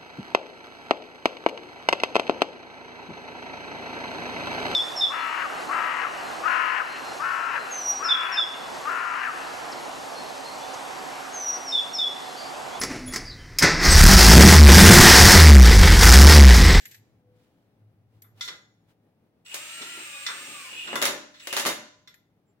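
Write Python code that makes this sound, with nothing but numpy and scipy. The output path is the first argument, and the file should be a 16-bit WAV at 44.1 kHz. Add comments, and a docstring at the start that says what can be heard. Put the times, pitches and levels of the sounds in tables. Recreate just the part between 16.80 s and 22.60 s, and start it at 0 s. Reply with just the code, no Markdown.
"""Impact wrench at a car wheel

A garage, a pair of microphones about a metre from a cordless wrench. Lug nuts clink in a gloved hand,
the socket knocks onto a stud, and the motor spins the nut down with gear whirr and a thin inverter
whistle. The hammer strikes once at the start, then in two short bursts that ring the wheel."""
import sys
import numpy as np
from scipy import signal
from scipy.fft import rfft, irfft
from scipy.io import wavfile

SR = 44100
rng = np.random.default_rng(int(sys.argv[2]) if len(sys.argv) > 2 else 0)


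def store_wav(level_fs):
    """Save 16-bit WAV to argv[1]."""
    pcm = np.round(np.clip(np.atleast_2d(level_fs), -1, 1) * 32767)
    wavfile.write(sys.argv[1], SR, pcm.T.astype(np.int16))


N = 255780
T = np.arange(N) / SR
FREE_HZ = 380  # electrical speed of the motor running free

# how alike the two microphones hear the room: (frequency [Hz], likeness [0-1])
LIKENESS = [(60, 0.97), (300, 0.87), (700, 0.7), (1500, 0.25), (4000, 0.095), (16000, 0.42)]


def amp(db):
    return 10 ** (np.asarray(db) / 20)


def unit_rms(x):
    return x / np.sqrt(np.mean(x ** 2) + 1e-30)


def read(points, hz):
    """Points joined by straight lines on a log-frequency axis."""
    f, value = np.transpose(points)
    return np.interp(np.log(hz + 1), np.log(f + 1), value)


def drift(rate_hz):
    """Slow random wander of rms 1."""
    hz = np.fft.rfftfreq(N, 1 / SR)
    return unit_rms(irfft(rfft(rng.standard_normal(N)) * np.exp(-(hz / rate_hz) ** 2), N))


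def swells(rows):
    """A smooth rise and fall of amplitude for each row."""
    return sum(amp(db) * np.exp(-(2 * (T - s) / length) ** 2) for s, length, db in rows)


def noise(spectrum, size=N, tilt_db=0):
    """Coloured noise at two microphones, alike in the bass and less so in the treble."""
    hz = np.fft.rfftfreq(size, 1 / SR)
    left, other = rfft(rng.standard_normal((2, size)))
    alike = read(LIKENESS, hz)
    right = alike * left + np.sqrt(1 - alike ** 2) * other
    colour = amp(read(spectrum, hz) + tilt_db * np.log2(np.maximum(hz, 1100) / 2000))
    return unit_rms(irfft(np.array([left, right]) * colour, size))


def cracks(contacts, spectrum, scatter_db, scatter_s, rise_s):
    """Steel on steel: a short rattle, then scatter from the parts nearby."""
    out, t = np.zeros((2, N)), np.arange(2 ** 13) / SR
    for s, db, hardness, rattle_s in contacts:
        energy = np.exp(-2 * t / rattle_s) + amp(scatter_db) ** 2 * np.exp(-2 * t / scatter_s)
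        envelope = amp(db) * np.sqrt(energy) * (1 - np.exp(-t / rise_s))
        crack = envelope * noise(spectrum, size=len(t), tilt_db=hardness)
        start = round(s * SR)
        out[:, start:start + len(t)] += crack[:, :N - start]
    return out


def dying(kicks, t60):
    """Energy put in by each kick, falling 60 dB in t60 seconds."""
    return signal.lfilter([1], [1, -np.exp(-np.log(10 ** 6) / (t60 * SR))], kicks)


def ringing(contacts, modes, ring_db, ping_db, ping_t60, blur):
    """Each contact feeds every mode with a ping and a ring. Loose seating blurs the pitch."""
    s, db, hardness, _ = np.transpose(contacts)
    out = np.zeros((2, N))
    for hz, mode_db, t60 in modes:
        kicks = np.zeros(N)  # harder contacts favour the high modes
        kicks[(s * SR).astype(int)] = amp(db + hardness * np.log2(hz / 3000) / 2) ** 2
        energy = amp(ring_db) ** 2 * dying(kicks, t60) + amp(ping_db) ** 2 * dying(kicks, ping_t60)
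        swing = signal.lfilter([.03], [1, -.97], np.sqrt(energy + 1e-24))  # softens the onset
        phase_walk = np.cumsum(rng.standard_normal(N)) * np.sqrt(2 * np.pi * blur * hz / SR)
        phase = 2 * np.pi * hz * T + phase_walk
        apart = np.sqrt(1 - read(LIKENESS, hz)) * drift(24)
        out += amp(mode_db) * swing * np.cos([phase + apart, phase - apart])
    return out


def room_tone():
    """Still air that wavers and slowly eases off, with a distant low drone."""
    # spectra of the air and the drone: (frequency [Hz], relative level [dB])
    air = [(15, -51.5), (25, -22.5), (157, -3), (326, -7.5), (363, -12.5), (416, -10.5), (659, -16),
           (818, -16.5), (988, -23.5), (2110, -29), (6210, -40.5), (7310, -45.5), (8140, -44), (16000, -38)]
    drone = [(60, -43.5), (92, -19.5), (104, -1.5), (108, 1), (120, -13.5), (160, -44), (400, -83)]
    # the drone comes and goes: (time [s], relative level [dB])
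    drone_levels = [(0.0, -64.5), (0.46, -64), (0.77, -80.5), (1.12, -61), (1.56, -62), (1.62, -73.5),
                    (2.57, -81), (2.6, -79.5)]
    drone_db = np.interp(T, *np.transpose(drone_levels)) + 1.5
    air_db = -66 - 0.64 * T - drift(8.1)
    return amp(air_db) * noise(air) + amp(drone_db) * noise(drone)


def lug_nuts():
    """Loose nuts touch in the hand and ring high and briefly."""
    # touches: (time [s], relative level [dB], hardness [dB/octave], rattle time [s])
    clinks = [(.002, -54, -2.5, 0.13), (.0545, -32, -7, 0.0006), (.112, -49, -1.5, 0.024),
              (.1438, -45, -5, 0.0088), (1.420, -47.5, 2, 0.0043), (5.276, -64, 6, .004),
              (5.341, -50, -6, .006)]
    # spectrum of a touch: (frequency [Hz], relative level [dB])
    spectrum = [(300, -37), (1200, -31), (1700, 0), (2200, -4.5), (3200, -5.5), (4000, -4.5), (5200, -6),
                (8000, -2.5), (10500, -28), (12200, 2), (13500, -17.5), (16000, -24.5)]
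    # modes of a nut: (frequency [Hz], relative level [dB], t60 [s])
    modes = [(2100, -7, 0.055), (7060, -1, 0.027), (9200, -16, .05), (11900, 1.5, 0.18),
             (12000, -5.5, 0.21), (12400, -21.5, .09)]
    return (cracks(clinks, spectrum, scatter_db=-9.5, scatter_s=0.01, rise_s=0.0011)
            + ringing(clinks, modes, ring_db=-5.5, ping_db=-8, ping_t60=0.033, blur=0.021))


def faint_tones():
    """Two soft tones swell and fade, a low one early and a high one late."""
    # tones: (middle [s], length [s], pitch [Hz], level [dB])
    tones = [(0.53, 0.23, 497, -63.5), (5.698, 0.05, 7300, -78)]
    out = np.zeros(N)
    for s, length, hz, db in tones:
        pitch = hz * (1 + 0.0043 * drift(200))
        out += swells([(s, length, db)]) * np.sin(2 * np.pi * np.cumsum(pitch) / SR)
    return out


def cloth():
    """Sleeves and gloves brush in soft swells of friction."""
    # brushes: (middle [s], length [s], level [dB])
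    brushes = [(0.618, 0.14, -73), (.77, 0.35, -79.5), (1.366, 0.13, -76.5), (1.595, 0.058, -60.5),
               (2.106, 0.057, -70)]
    # spectrum of the fabric: (frequency [Hz], relative level [dB])
    spectrum = [(200, 2), (1200, -1.5), (3500, -4), (9000, -15.5), (16000, -12.5)]
    return swells(brushes) * noise(spectrum) * amp(1.4 * drift(120))


def socket():
    """The steel socket knocks on nut and stud, and rings."""
    # knocks: (time [s], relative level [dB], hardness [dB/octave], rattle time [s])
    knocks = [(1.44, -62, -14.5, 0.033), (1.609, -24, 5.5, .0024), (1.648, -37.5, 10, .009),
              (1.677, -32.5, 4, 0.013), (1.685, -32, -1.5, 0.0072), (2.660, -47, 4.5, 0.0082),
              (3.016, -32, 2, 0.007), (3.464, -22, 3.5, 0.0072), (3.483, -35.5, -11, 0.077),
              (4.073, -36.5, -6, 0.031), (4.156, -23, -13.5, .007), (4.541, -51, 0.5, 0.071),
              (4.597, -45.5, 2.5, 0.023), (5.274, -43.5, 1.5, 0.0075)]
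    # spectrum of a knock: (frequency [Hz], relative level [dB])
    spectrum = [(40, -68.5), (150, -22.5), (400, -16.5), (750, -17), (1300, 5), (2050, 6.5), (2800, -0.5),
                (3550, 8), (4000, 7.5), (5450, -6), (6200, -3.5), (7300, -7), (8500, -19.5), (10400, -19.5),
                (16000, -28.5)]
    # modes of the socket on its stud: (frequency [Hz], relative level [dB], t60 [s])
    modes = [(1005, -11.5, 0.41), (1190, -11, .2), (1408, -3.5, 0.42), (2020, 0, 0.42), (3504, 4, 0.25),
             (3715, -2.5, 0.18), (4406, -4, 0.12), (5410, 0, .16), (5490, -8.5, 0.35), (5740, -9.5, 0.36),
             (6920, -18, 0.6), (7500, -19, .25)]
    return (cracks(knocks, spectrum, scatter_db=-11, scatter_s=0.049, rise_s=0.003)
            + ringing(knocks, modes, ring_db=-14.5, ping_db=-10, ping_t60=0.068, blur=0.0041))


def thread(speed):
    """The thread rumbles with the speed, and in swells where nut and socket rub on the stud."""
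    # rubs: (middle [s], length [s], relative level [dB])
    rubs = [(1.705, 0.083, -45), (3.02, .05, -40), (3.18, .05, -42.5), (3.66, .22, -45.5), (3.93, .06, -45),
            (4.095, 0.068, -36.5), (4.15, .045, -26), (4.3, 0.14, -33), (4.88, .08, -28.5)]
    # spectrum of the rumble: (frequency [Hz], relative level [dB])
    spectrum = [(40, -69), (80, -26), (130, -4.5), (300, 6), (560, 0.5), (900, -2.5), (1600, 0),
                (3000, -24), (6000, -65)]
    level = amp(-75.45) * speed / FREE_HZ + amp(-9.45) * swells(rubs)
    return level * noise(spectrum) * amp(0.97 * drift(45))


def motor_speed():
    """Two pulls of the trigger; the speed sags as the nut tightens."""
    # first and second pull: (time [s], electrical speed [Hz])
    run_down = [(2.648, 0), (2.75, 335.5), (2.83, 400), (2.97, 421.5), (3.02, 410), (3.08, 430.5),
                (3.16, 425.5), (3.21, 380), (3.35, 360.5), (3.56, 381), (3.72, 376.5), (3.88, 319),
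                (3.93, 217.5), (4.07, 238), (4.22, 153), (4.31, -4)]
    tighten = [(4.595, 4.5), (4.71, 221.5), (4.84, 167.5), (4.92, 0)]
    return np.maximum(np.interp(T, *np.transpose(run_down + tighten)), 0)


def gears(speed):
    """Meshing teeth whirr and sing, louder as the motor speeds up."""
    # spectrum of the whirr: (frequency [Hz], relative level [dB])
    spectrum = [(290, -34.5), (550, -12), (730, -20), (1180, -12), (1820, -6.5), (2600, 2), (3400, -6.5),
                (4800, -10), (7000, -11.5), (8300, -16), (10900, -11.5), (13000, -20.5), (14500, -18),
                (16000, -18.5)]
    # gear and bearing tones: (pitch [multiple of speed], relative level [dB], waver [share of pitch])
    tones = [(.8, -18, .012), (1.52, -12.5, 0.024), (2.28, -16, 0.015), (3.24, -2.5, .009),
             (4, -8.5, 0.0046), (4.55, -6, .012), (5.6, -7.5, 0.0053), (6, -11.5, 0.002), (6.93, 1.5, .007),
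             (7.95, -17.5, .008), (9.9, -7, 0.024), (14.9, -14, .0023)]
    # the tones stand out as the motor frees: (speed [Hz], gain [ratio])
    tone_gains = [(220, 0.12), (360, 0.73), (410, 0.77)]
    rotor_turns = np.cumsum(speed) / SR / 2  # two electrical cycles to a turn
    teeth = 1 + .35 * np.cos(2 * np.pi * rotor_turns) + 0.095 * drift(250)
    whirr = amp(6.5) * noise(spectrum) * unit_rms(teeth)
    singing = np.interp(speed, *np.transpose(tone_gains))
    for multiple, db, waver in tones:
        phase = 2 * np.pi * np.cumsum(multiple * speed * (1 + waver * drift(40))) / SR
        mic_phases = 0.87 * np.array([drift(4.1), drift(5.5)])
        flutter_db = 2.5 * drift(25)
        whirr += singing * amp(db + flutter_db) * np.sqrt(2) * np.cos(phase + mic_phases)
    return amp(-50.95) * (speed / FREE_HZ) ** 0.64 * whirr


def housing(speed, resonant_hz=232, half_width_hz=48):
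    """The housing rings, most at the motor speed where the gear mesh meets its resonance."""
    # spectrum of the ring: (frequency [Hz], relative level [dB])
    spectrum = [(1200, -68), (2300, -23.5), (2560, 0), (2660, -16), (2780, 2), (2890, 2.5), (3080, -14),
                (3500, -12.5), (6000, -61.5)]
    resonance_db = 15 * np.exp(-((speed - resonant_hz) / half_width_hz) ** 2)
    return noise(spectrum) * amp(-55.95 + resonance_db + 2.8 * drift(80))


def inverter(speed, switch_hz=7880):
    """The switched motor current whistles in pairs of lines that part as the speed rises."""
    # whistle lines: (carrier [multiple of switching rate], offset [multiple of speed])
    sidebands = [(1, 1), (1, -1), (1, 0), (1, 2), (1, -2), (1, -3), (1, -4), (1, 4), (2, -1), (2, -2),
                 (2, -3)]
    # strength of each line: (relative level [dB])
    levels = [-49.5, -54, -68.5, -60, -61, -56.5, -67.5, -57.5, -57.5, -65.5, -66.5]
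    # the motor case favours some pitches: (frequency [Hz], gain [dB])
    motor_case = [(7000, 0), (7440, 2), (7570, 1), (7660, 7.5), (7880, -5.5), (8110, -3), (8200, 1),
                  (8255, 3), (8310, -0.5), (8700, -3)]
    cycles, whistle = np.cumsum(speed) / SR, np.zeros((2, N))
    for (carrier, side), db in zip(sidebands, levels):
        phase = 2 * np.pi * (carrier * switch_hz * T + side * cycles)
        case_db = read(motor_case, carrier * switch_hz + side * speed)
        wander = np.array([drift(21), drift(21)])  # the moving hand shifts the path to each microphone
        whistle += amp(db + case_db + 2.1 * wander) * np.sqrt(2) * np.cos(phase + .3 * wander[::-1])
    drive = 0.3 + 0.39 * (speed / FREE_HZ) ** 2
    return drive * whistle


def hammer(rattle_s=0.0029, rebound_s=0.0081, loss_db=5.5):
    """The hammer hits the anvil and rebounds three times; the first rebound can be softer or louder than the
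    blow, and each later one is weaker; the wheel rings."""
    # blows: (time [s], relative level [dB], hardness [dB/octave], first rebound against the blow [dB])
    blows = [(2.7425, -21.5, 5, -27), (4.1295, -25, -5, -14), (4.1555, -22, 4.5, -11.5),
             (4.216, -15.5, 2.5, 3.5), (4.2535, -12, 3.5, -6), (4.284, -25.5, -7.5, -4),
             (4.671, -23, 3, -31.5), (4.727, -19.5, 2.5, -4), (4.7655, -15, 3, -2.5),
             (4.7966, -16.5, 3, -11.5), (4.851, -19, 0.5, 3), (4.865, -15, 5, -6.5), (4.889, -21, 2, -3.5)]
    # spectrum of a blow: (frequency [Hz], relative level [dB])
    spectrum = [(35, -81), (90, -33.5), (160, -27), (240, -4.5), (570, -1.5), (700, 0), (1310, 1.5),
                (2040, 0), (3050, -3), (6840, -10), (8110, -16.5), (11000, -14.5), (14000, -21),
                (16000, -24.5)]
    # modes of wheel and brake disc: (frequency [Hz], relative level [dB], t60 [s])
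    modes = [(290, -13.5, 1), (381, -4.5, 0.3), (538, -4, 0.33), (572.3, -1.5, .28), (602, -7, 0.72),
             (924, -15.5, 0.42), (1005, -13.5, 0.93), (1210, -9, 0.22), (1440, -15.5, 0.73),
             (1760, -8, 0.54), (1970, -10.5, 0.36), (2086, -0.5, 0.18), (2260, -14, 0.46),
             (2640, -15.5, .3), (2830, -18.5, 0.47), (3020, -17.5, 0.48), (3705, -2.5, 0.14),
             (5920, -17, 0.55), (6900, -6.5, .25)]
    strikes = []
    for s, db, hardness, rebound_db in blows:
        strikes.append((s, db, hardness, rattle_s))
        for k in range(3):
            strikes.append((s + (k + 1) * rebound_s, db + rebound_db - k * loss_db, hardness, rattle_s))
    return (cracks(strikes, spectrum, scatter_db=-11.5, scatter_s=0.033, rise_s=0.00069)
            + ringing(strikes, modes, ring_db=-24.5, ping_db=-21.5, ping_t60=0.32, blur=.004))


def garage(sound, build_s=0.0087):
    """A diffuse tail from walls, floor and car body, each band dying at its own speed."""
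    # decay of the room: (frequency [Hz], t60 [s])
    decay = [(100, 0.5), (300, 0.4), (1000, 0.5), (3000, 0.56), (6500, 0.61), (9000, 0.37), (16000, 0.23)]
    white = noise([(20, 0), (20000, 0)], size=SR)
    hz, t, bands = signal.stft(white, SR, nperseg=256)
    _, tail = signal.istft(bands * amp(-60 * t / read(decay, hz)[:, None]), SR, nperseg=256)
    tail *= 1 - np.exp(-(np.arange(tail.shape[1]) / SR / build_s) ** 2)
    return signal.fftconvolve(sound, tail / np.linalg.norm(tail[0]), axes=1)[:, :N]


def scene():
    """Motor, hammer, socket and nuts sound into the garage, over cloth and room tone."""
    speed = motor_speed()
    engaged = np.minimum(speed / 30, 1)  # the gears are fully engaged from 30 Hz
    motor = gears(speed) + engaged * housing(speed) + thread(speed)
    blows, knocks, clinks = hammer(), socket(), lug_nuts()
    reverb = garage(amp(-2) * motor + amp(-13) * blows + amp(-21) * knocks + amp(-16) * clinks)
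    whistle = engaged * inverter(speed)
    return motor + whistle + blows + knocks + clinks + cloth() + faint_tones() + reverb + room_tone()


def record(dry, lag_samples=5, cutoff_hz=15950):
    """Two microphones of slightly different colour, the right a little farther away; then a low-pass."""
    # balance of the pair: (frequency [Hz], left minus right [dB])
    balance = [(60, 0.5), (180, 2.5), (600, 1.8), (2000, 1.5), (4500, -2.5), (9000, 1), (14000, 3.5)]
    half_db = read(balance, np.fft.rfftfreq(N, 1 / SR)) / 2
    left, right = irfft(rfft(dry) * amp([half_db, -half_db]), N)
    pair = np.array([left, np.pad(right, (lag_samples, 0))[:N]])
    low_pass = signal.firwin(511, cutoff_hz, window=("kaiser", 9), fs=SR)
    return signal.oaconvolve(pair, low_pass[None], "same")


dry = scene()
out = record(dry)
store_wav(out)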